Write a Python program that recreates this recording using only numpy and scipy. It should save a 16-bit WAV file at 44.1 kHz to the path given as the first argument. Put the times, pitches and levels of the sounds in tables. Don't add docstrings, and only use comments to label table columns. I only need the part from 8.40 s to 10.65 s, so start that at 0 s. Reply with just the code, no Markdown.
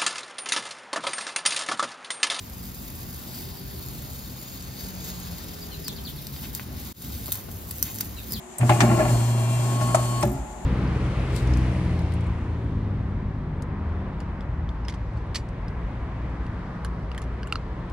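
import sys
import numpy as np
from scipy import signal
from scipy.fft import rfft, irfft
from scipy.io import wavfile
from scipy.ndimage import uniform_filter1d

SR = 44100
rng = np.random.default_rng(int(sys.argv[2]) if len(sys.argv) > 2 else 0)


def voltage_ratio(decibels):
    exponent = np.asarray(decibels, float) / 20
    return 10 ** exponent


def dump_mix(stems):
    frames = np.atleast_2d(stems).T
    limited = np.clip(frames, -1, 1)
    pcm = np.round(limited * 32767).astype(np.int16)
    wavfile.write(sys.argv[1], SR, pcm)


N = 99225
T = np.arange(N) / SR

# [t/s, turns per s]
SHAFT_SPEED = [(0.209, 96), (0.299, 110), (.41, 108.6), (.46, 107), (.59, 107), (.66, 108.3), (1.25, 108.4),
               (1.42, 109.6), (1.84, 109.7)]
WHINE_MULTIPLES = [2, 6, 8.9, 22, 25, 26, 28, 30, 34, 38, 40, 70, 80]
WHINE_LEVELS = [(-40, -54, -44, -53), (-44, -51, -41, -52.5), (-52, -45, -47.5, -54),
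                (-48, -57, -49, -57.5), (-55, -65, -47, -60), (-47.5, -52, -59, -59),
                (-70, -69, -64, -52.5), (-65, -54, -50, -55.5), (-64, -66, -60, -58),
                (-70, -55.5, -53, -68), (-52, -48.5, -61.5, -50), (-47.5, -54, -50, -52),
                (-64, -65, -52, -54)]
POSE_TIMES = [.52, .7, 1.15, 1.45]
# [t/s, level/dB]
COMMUTATOR = [(.3, -50), (.44, -37), (.63, -36.5), (.7, -48.5), (1.18, -45.5), (1.44, -33.5), (1.6, -36),
              (1.83, -34)]
START_S, SPIN_UP_S, STOP_S, COAST_S = 0.23, 0.25, 1.83, 0.04
WHINE_WAVER_DB = 1.4

# [t/s, level/dB]
BOOM = [(.195, -33.5), (.222, -12.5), (.288, -21), (.312, -15.5), (.375, -25), (.432, -17.5), (.46, -25.5),
        (.544, -17.5), (.606, -26), (.7, -22), (.725, -15.5), (.78, -19.5), (1.5, -23), (1.586, -23),
        (1.62, -23.5), (1.83, -26)]
# [multiple of its pitch, level/dB]
BOOM_PARTS = [
    (1, -1),
    (2, -19.5),
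]
BOOM_HZ, BOOM_WANDER_HZ = 120.06, 1.255

# [t/s, peak level/dB, brightness/dB, length/s]
KNOCKS = [(0.208, -22.5, -10.5, 0.025), (0.229, -14, -35, 0.015), (0.293, -4, -12, 0.029),
          (0.405, -15.5, -6, 0.024), (0.415, -5, -33, 0.018), (0.436, -15, -20, 0.011),
          (0.497, -9, -31, 0.013), (0.512, -10, -35, 0.01), (0.538, -20, -24, 0.012),
          (0.574, -9.5, -34, 0.0074), (0.586, -16, -26, 0.026), (0.601, -12, -31, 0.02),
          (0.626, -18, -24, 0.013), (0.649, -14, -26, 0.015), (0.689, -18, -34, 0.03),
          (0.759, -29, -30, 0.015), (0.8, -20, -26, 0.015), (1.41, -17.5, -30, 0.033),
          (1.484, -19.5, -27, 0.024), (1.546, -14, -25.5, 0.023), (1.829, -9.5, -25.5, 0.022)]
# [f/Hz, level/dB]
DOOR_MODES = [(125, -2.5), (180, -12), (230, -7.5), (345, -2), (378, -4), (610, -0.5), (707, 1),
              (810, -3.5), (955, -22), (1100, -6), (1370, -8), (1700, -8.5), (2050, -17), (2450, -17)]
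# [f/Hz, level/dB]
CRACK_COLOUR = [(350, -32), (600, -0.5), (1260, -7.5), (2310, -17), (4010, -26), (8290, -20.5),
                (15000, -43)]
CONTACTS_PER_S, KNOCK_DB, CRACK_DB, CRACK_T60_S = 2500, -13.5, 11, 0.081
DOOR_T60_S, DOOR_DAMPING = 0.14, 0.6

# [t/s, level/dB, f/Hz, t60/s]
REBOUND = [(.294, -10.5, 1030, 0.046), (.299, -13, 830, 0.2), (.309, -14, 740, 0.13), (.418, -17, 373, .15),
           (.654, -14.5, 740, 0.055), (1.845, -22, 580, 0.21), (0.43, -13, 231, 0.25),
           (.594, -13, 624, 0.22), (1.833, -12, 593, 0.084), (1.834, -11.5, 827, 0.041),
           (.44, -17, 610, 0.098), (0.52, -19.5, 794, .05), (1.842, -15, 124, 0.34), (1.855, -28, 65, 0.88),
           (1.881, -25.5, 47, 1.6), (1.864, -21.5, 360, 0.21), (1.859, -21, 211.3, 0.25),
           (1.912, -27.5, 271, 0.4), (1.947, -26.5, 136.4, 0.19)]

# [t/s, level/dB]
SHAKE = [(.19, -41), (.23, -32), (.38, -26), (.45, -25.5), (.7, -27.5), (.85, -35), (1.38, -36),
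         (1.45, -31), (1.62, -36), (1.81, -34.5), (1.87, -36), (2.1, -45.5), (2.25, -48)]
# [f/Hz, level/dB per Hz]
SHAKE_COLOUR = [(82, -53), (140, -9), (172, -8), (346, -15), (491, -9.5), (655, -13.5), (1100, -23),
                (1510, -32), (2500, -47), (3250, -79), (5500, -120)]
RATTLES_PER_S, RATTLE_DB, RATTLE_SPREAD_DB, RATTLE_CLUMP_DB = 900, -3, 2.5, 1.5

# [t/s, peak level/dB, f/Hz, t60/s]
SCRAPES = [(0.209, -31.5, 2230, 0.13), (.212, -37, 1760, 0.11), (.293, -29, 8300, 0.064),
           (.293, -32, 5500, .06), (.293, -23, 1490, 0.089), (.293, -22.5, 2460, .1),
           (.296, -31, 3150, .06), (.32, -32.5, 2320, 0.087), (.404, -29.5, 7200, 0.12),
           (0.404, -31.5, 4560, 0.088), (.404, -30, 2500, .06), (.408, -38, 10500, 0.051),
           (1.825, -30, 2300, .06), (1.827, -30, 1280, .06), (1.829, -35, 3600, .1), (.49, -35, 2280, .08),
           (.516, -34, 2150, .07), (.591, -32, 1920, 0.088), (0.616, -33.5, 2320, 0.099),
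           (.653, -33.5, 2360, .05), (.682, -33.5, 2240, .08), (1.47, -40, 8300, 1), (1.62, -46, 8160, .8)]
SCRAPE_WIDTH = 0.17

# [t/s, peak level/dB, f/Hz]
TICKS = [
    (0.1836, -19, 8500),
    (1.81, -24.5, 8360),
    (1.8265, -26.5, 5570),
]
# [t/s, peak level/dB]
CHATTER = [
    (1.8537, -31),
    (1.874, -33),
    (1.8971, -34),
    (1.917, -33),
    (1.9304, -35.5),
]
TICK_T60_S, TICK_WIDTH, TICK_DB = 0.053, 0.087, -6.5
CHATTER_HZ, SNAP_DB, SNAP_T60_S = 12600, -6.5, 0.032

# [t/s, level/dB]
HISS = [(.18, -49), (.3, -35.5), (.5, -35.5), (1.3, -39), (1.55, -37.5), (1.82, -39), (1.87, -45),
        (2.0, -52)]
# [f/Hz, level/dB per Hz]
HISS_COLOUR = [(1060, -4), (1800, 0.5), (3170, -3.5), (3540, -5.5), (5800, -2.5), (8440, 2), (10500, -7.5),
               (13600, -7.5), (16000, -6.5)]

# [t/s, level/dB]
SHUDDER = [(0, -54), (.18, -57), (.25, -44), (.7, -28.5), (1.0, -42), (1.25, -43), (1.6, -35), (1.8, -42.5),
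           (2.0, -30.5), (2.25, -50)]
SHUDDER_HZ, SHUDDER_WIDTH_HZ = 58, 18.4

# [t/s, murmur level/dB, microphone hiss level/dB]
BACKGROUND = [(0, -43, -52), (.2, -43.5, -50.5), (2.0, -40, -47.5), (2.25, -42, -47.5)]
# [f/Hz, level/dB]
MURMUR_COLOUR = [(53, -56), (90, -25), (242, -8), (292, -28), (365, -2), (411, -16.5), (758, -12),
                 (1500, -28.5), (1950, -58), (3300, -120)]
# [f/Hz, level/dB]
MIC_HISS_COLOUR = [(880, -40), (1500, -8.5), (1810, -5), (5280, -19), (7170, -4), (8400, -12), (16000, -30)]
FAN_HZ, FAN_DB = 849, -47

# [f/Hz, likeness from 0 to 1]
LIKENESS = [(200, 1), (950, 0.61), (3500, 0.25), (15000, .1)]
# [f/Hz, level/dB of left over right]
LEAN = [(400, 0), (1000, 4), (3000, 4), (8500, 3), (13000, 3)]
GARAGE_T60_S, GARAGE_DB, WALL_CUT_HZ = 0.4, -17.5, 3800

NOTCH_HZ, NOTCH_WIDTH_HZ, NOTCH_DEPTH = 490, 122.6, 0.8
PORT_SPREAD_HZ = 1240
PORT_HZ, PORT_WIDTH_HZ, PORT_DB = 7550, 690, 2.5
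PORT_DIP_HZ, PORT_DIP_WIDTH_HZ, PORT_DIP_DB = 7840, 180, -7
UPPER_PORT_HZ, UPPER_PORT_DB = 7750, 1
LOW_CUT_HZ, HIGH_CUT_HZ, CEILING = 52.2, 16300, 0.93


def rms_one(x):
    return x / np.sqrt(np.mean(x ** 2) + 1e-20)


def in_time(rows, column=1):
    rows = np.array(rows)
    return np.interp(T, rows[:, 0], rows[:, column], left=-120, right=-120)


def at_hz(points, hz):
    points = np.array(points)
    return np.interp(np.log(hz), np.log(points[:, 0]), points[:, 1])


def drift(rate):
    r = np.exp(-80 * np.pi * rate / SR)
    push = rng.standard_normal(N // 40 + 2002)
    slow = signal.lfilter([1], [1, -2 * r, r * r], push)[2000:]
    return np.interp(np.arange(N) / 40, np.arange(len(slow)), rms_one(slow))


def ring(x, hz, t60):
    r = voltage_ratio(-60 / (t60 * SR))
    w = 2 * np.pi * hz / SR
    return signal.lfilter([0, np.sin(w)], [1, -2 * r * np.cos(w), r * r], x + 1e-18)


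def band(x, hz, width):
    sos = signal.butter(2, [hz * (1 - width), hz * (1 + width)], "band", fs=SR, output="sos")
    return signal.sosfilt(sos, x)


def shaped(x, db, phase=0):
    return irfft(rfft(x, 2 * N) * voltage_ratio(db) * np.exp(1j * phase), 2 * N)[..., :N]


def noise(colour, patchy_db):
    hz = np.fft.rfftfreq(N, 1 / SR) + 1
    alike = np.clip(1.25 * at_hz(LIKENESS, hz) - 0.42, 0, 1)
    mid, side = rfft(rng.standard_normal((2, N))) * voltage_ratio(at_hz(colour, hz))
    lean = voltage_ratio(at_hz(LEAN, hz) / 2 * np.array([[1], [-1]]))
    pair = lean * (np.sqrt(1 + alike) * mid + np.sqrt(1 - alike) * side * [[1], [-1]])
    together = drift(8)
    octave = np.log2(hz / 40)
    out = 0
    for k in range(10):
        slice_k = irfft(pair * np.clip(1 - abs(octave - k), 0, 1), N)
        out = out + voltage_ratio(patchy_db * (1.9 * together + drift(13))) * slice_k
    return rms_one(out)


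def grains(rate, spread_db):
    hits = rng.random(N) < rate / SR
    sizes = voltage_ratio(spread_db * np.minimum(rng.exponential(1, N), 4))
    return hits * sizes * rng.choice([-1, 1], N)


def bursts(rows):
    return sum(voltage_ratio(db - 60 * np.clip(T - s, 0, None) / max(t60, 0.004)) * (T >= s) for s, db, t60 in rows)


def whine():
    s, turns_per_s = np.transpose(SHAFT_SPEED)
    speed = np.interp(T, s, turns_per_s) * (1 + 0.0015 * drift(14))
    angle = 2 * np.pi * np.cumsum(speed) / SR
    spin_up = np.clip((T - START_S) / SPIN_UP_S, 0, 1)
    coast = voltage_ratio(-60 * np.clip(T - STOP_S, 0, None) / COAST_S)
    lines = 0
    for k, db in zip(WHINE_MULTIPLES, WHINE_LEVELS):
        level = np.interp(T, POSE_TIMES, db) + WHINE_WAVER_DB * drift(10 + k / 4)
        lines = lines + voltage_ratio(level) * np.sin(k * angle + k * k)
    commutator = voltage_ratio(in_time(COMMUTATOR) + 1.5 * drift(20)) * np.sin(10 * angle)
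    return np.sqrt(2) * (spin_up * coast * lines + commutator)


def boom():
    phase = 2 * np.pi * np.cumsum(BOOM_HZ + BOOM_WANDER_HZ * drift(4.2)) / SR
    tones = sum(voltage_ratio(db) * np.sin(k * phase) for k, db in BOOM_PARTS)
    return np.sqrt(2) * voltage_ratio(in_time(BOOM)) * tones


def door(x):
    out = 0
    for hz, db in DOOR_MODES:
        t60 = DOOR_T60_S * (300 / hz) ** DOOR_DAMPING
        out = out + voltage_ratio(db) * ring(x * voltage_ratio(2 * drift(16.7)), hz, t60)
    return out


def knocks():
    envelope = bursts([(s, db, 3 * length) for s, db, _, length in KNOCKS])
    envelope = uniform_filter1d(envelope, size=161, origin=80)
    contacts = rms_one(grains(CONTACTS_PER_S, 3.4))
    return voltage_ratio(KNOCK_DB - 20.5) * door(contacts * envelope)


def cracks():
    rows = [(s, db + bright, CRACK_T60_S * length / 0.017) for s, db, bright, length in KNOCKS]
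    return voltage_ratio(CRACK_DB) * bursts(rows) * noise(CRACK_COLOUR, patchy_db=5.5)


def rebound():
    out = 0
    for s, db, hz, t60 in REBOUND:
        click = 1.0 * (np.arange(N) == int(s * SR))
        out = out + voltage_ratio(db) * ring(uniform_filter1d(click, size=16), hz, t60)
    return out


def rattle():
    rate = RATTLES_PER_S * voltage_ratio(RATTLE_CLUMP_DB * drift(9.7))
    return voltage_ratio(in_time(SHAKE) + RATTLE_DB) * rms_one(door(grains(rate, RATTLE_SPREAD_DB)))


def shaking():
    return voltage_ratio(in_time(SHAKE) + 1.5) * noise(SHAKE_COLOUR, patchy_db=1)


def scrapes():
    grit = rms_one(np.array([grains(6000, 3), grains(6000, 3)]))
    out = 0
    for s, db, hz, t60 in SCRAPES:
        envelope = uniform_filter1d(bursts([(s, db, t60)]), size=89, origin=44)
        out = out + envelope * rms_one(band(grit, hz, SCRAPE_WIDTH))
    return voltage_ratio(-20 * np.clip(T - STOP_S, 0, None) / COAST_S) * out


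def ticks():
    rows = [(*row, TICK_T60_S) for row in TICKS]
    rows += [(s, db, CHATTER_HZ, SNAP_T60_S) for s, db in CHATTER]
    rings = 0
    for s, db, hz, t60 in rows:
        tone = rms_one(band(rng.standard_normal((2, N)), hz, TICK_WIDTH))
        rings = rings + bursts([(s, db + TICK_DB, t60)]) * tone
    treble = signal.butter(4, 9000, "high", fs=SR, output="sos")
    snap = rms_one(signal.sosfilt(treble, rng.standard_normal((2, N))))
    return rings + snap * bursts([(s, db + SNAP_DB, SNAP_T60_S) for s, db, *_ in rows])


def hiss():
    return voltage_ratio(in_time(HISS)) * noise(HISS_COLOUR, patchy_db=0.58)


def shudder():
    t60 = 1.34 / SHUDDER_WIDTH_HZ
    sway = ring(rng.standard_normal(N), SHUDDER_HZ, t60)
    return voltage_ratio(in_time(SHUDDER)) * rms_one(ring(sway, SHUDDER_HZ, t60 / 2))


def garage(x):
    hz = np.fft.rfftfreq(2 * N, 1 / SR)
    out = np.zeros((2, N + 1), complex)
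    for k, lag in enumerate(rng.uniform(0.015, 0.05, 16)):
        wall = voltage_ratio(-60 * lag / GARAGE_T60_S) / (1 + 1j * hz / WALL_CUT_HZ)
        loop = wall * np.exp(-2j * np.pi * hz * lag)
        out[k % 2] += loop / (1 - loop) * (-1) ** (k // 2)
    alike = at_hz(LIKENESS, hz + 1) ** 2
    return irfft(rfft(x, 2 * N) * (alike * out[0] + (1 - alike) * out), 2 * N)[:, :N]


def background():
    fan_level = voltage_ratio(FAN_DB + 44 + drift(7.9)) * np.clip(T / 2, 0, 1) ** 2
    fan = fan_level * np.sin(2 * np.pi * FAN_HZ * T)
    murmur = voltage_ratio(in_time(BACKGROUND)) * (noise(MURMUR_COLOUR, patchy_db=0) + fan)
    return murmur + voltage_ratio(in_time(BACKGROUND, column=2)) * noise(MIC_HISS_COLOUR, patchy_db=1)


def ports(x):
    hz = np.fft.rfftfreq(2 * N, 1 / SR) + 1
    sides = np.array([[0.5], [-0.5]])
    lead = np.pi / 2 * np.tanh(hz / PORT_SPREAD_HZ)
    return shaped(x, at_hz(LEAN, hz) * sides, lead * sides)


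def scene():
    struck = rattle() + knocks()
    near = cracks() + ticks() + scrapes()
    direct = ports(struck + whine() + boom() + shudder() + rebound())
    echo = voltage_ratio(GARAGE_DB) * garage(struck + near[0])
    return direct + echo + shaking() + hiss() + near + background()


def low_pass(x):
    return signal.sosfilt(signal.butter(12, 16360, fs=SR, output="sos"), x)


def record(dry):
    hz = np.fft.rfftfreq(2 * N, 1 / SR)
    notch = np.exp(-((hz - NOTCH_HZ) / NOTCH_WIDTH_HZ) ** 2 * 2)
    floor_dip = 20 * np.log10(1 - NOTCH_DEPTH * notch)
    port = PORT_DB * np.exp(-((hz - PORT_HZ) / PORT_WIDTH_HZ) ** 2)
    port_dip = PORT_DIP_DB * np.exp(-((hz - PORT_DIP_HZ) / PORT_DIP_WIDTH_HZ) ** 2)
    upper_port = UPPER_PORT_DB * np.exp(-((hz - UPPER_PORT_HZ) / PORT_WIDTH_HZ) ** 2)
    x = shaped(dry, floor_dip + port + port_dip + upper_port)
    x = signal.sosfilt(signal.butter(4, LOW_CUT_HZ, "high", fs=SR, output="sos"), x)
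    x = CEILING * np.tanh(x / CEILING)
    x = signal.sosfilt(signal.cheby2(12, 70, HIGH_CUT_HZ, fs=SR, output="sos"), x)
    return low_pass(x)


dry = scene()
out = record(dry)
dump_mix(out)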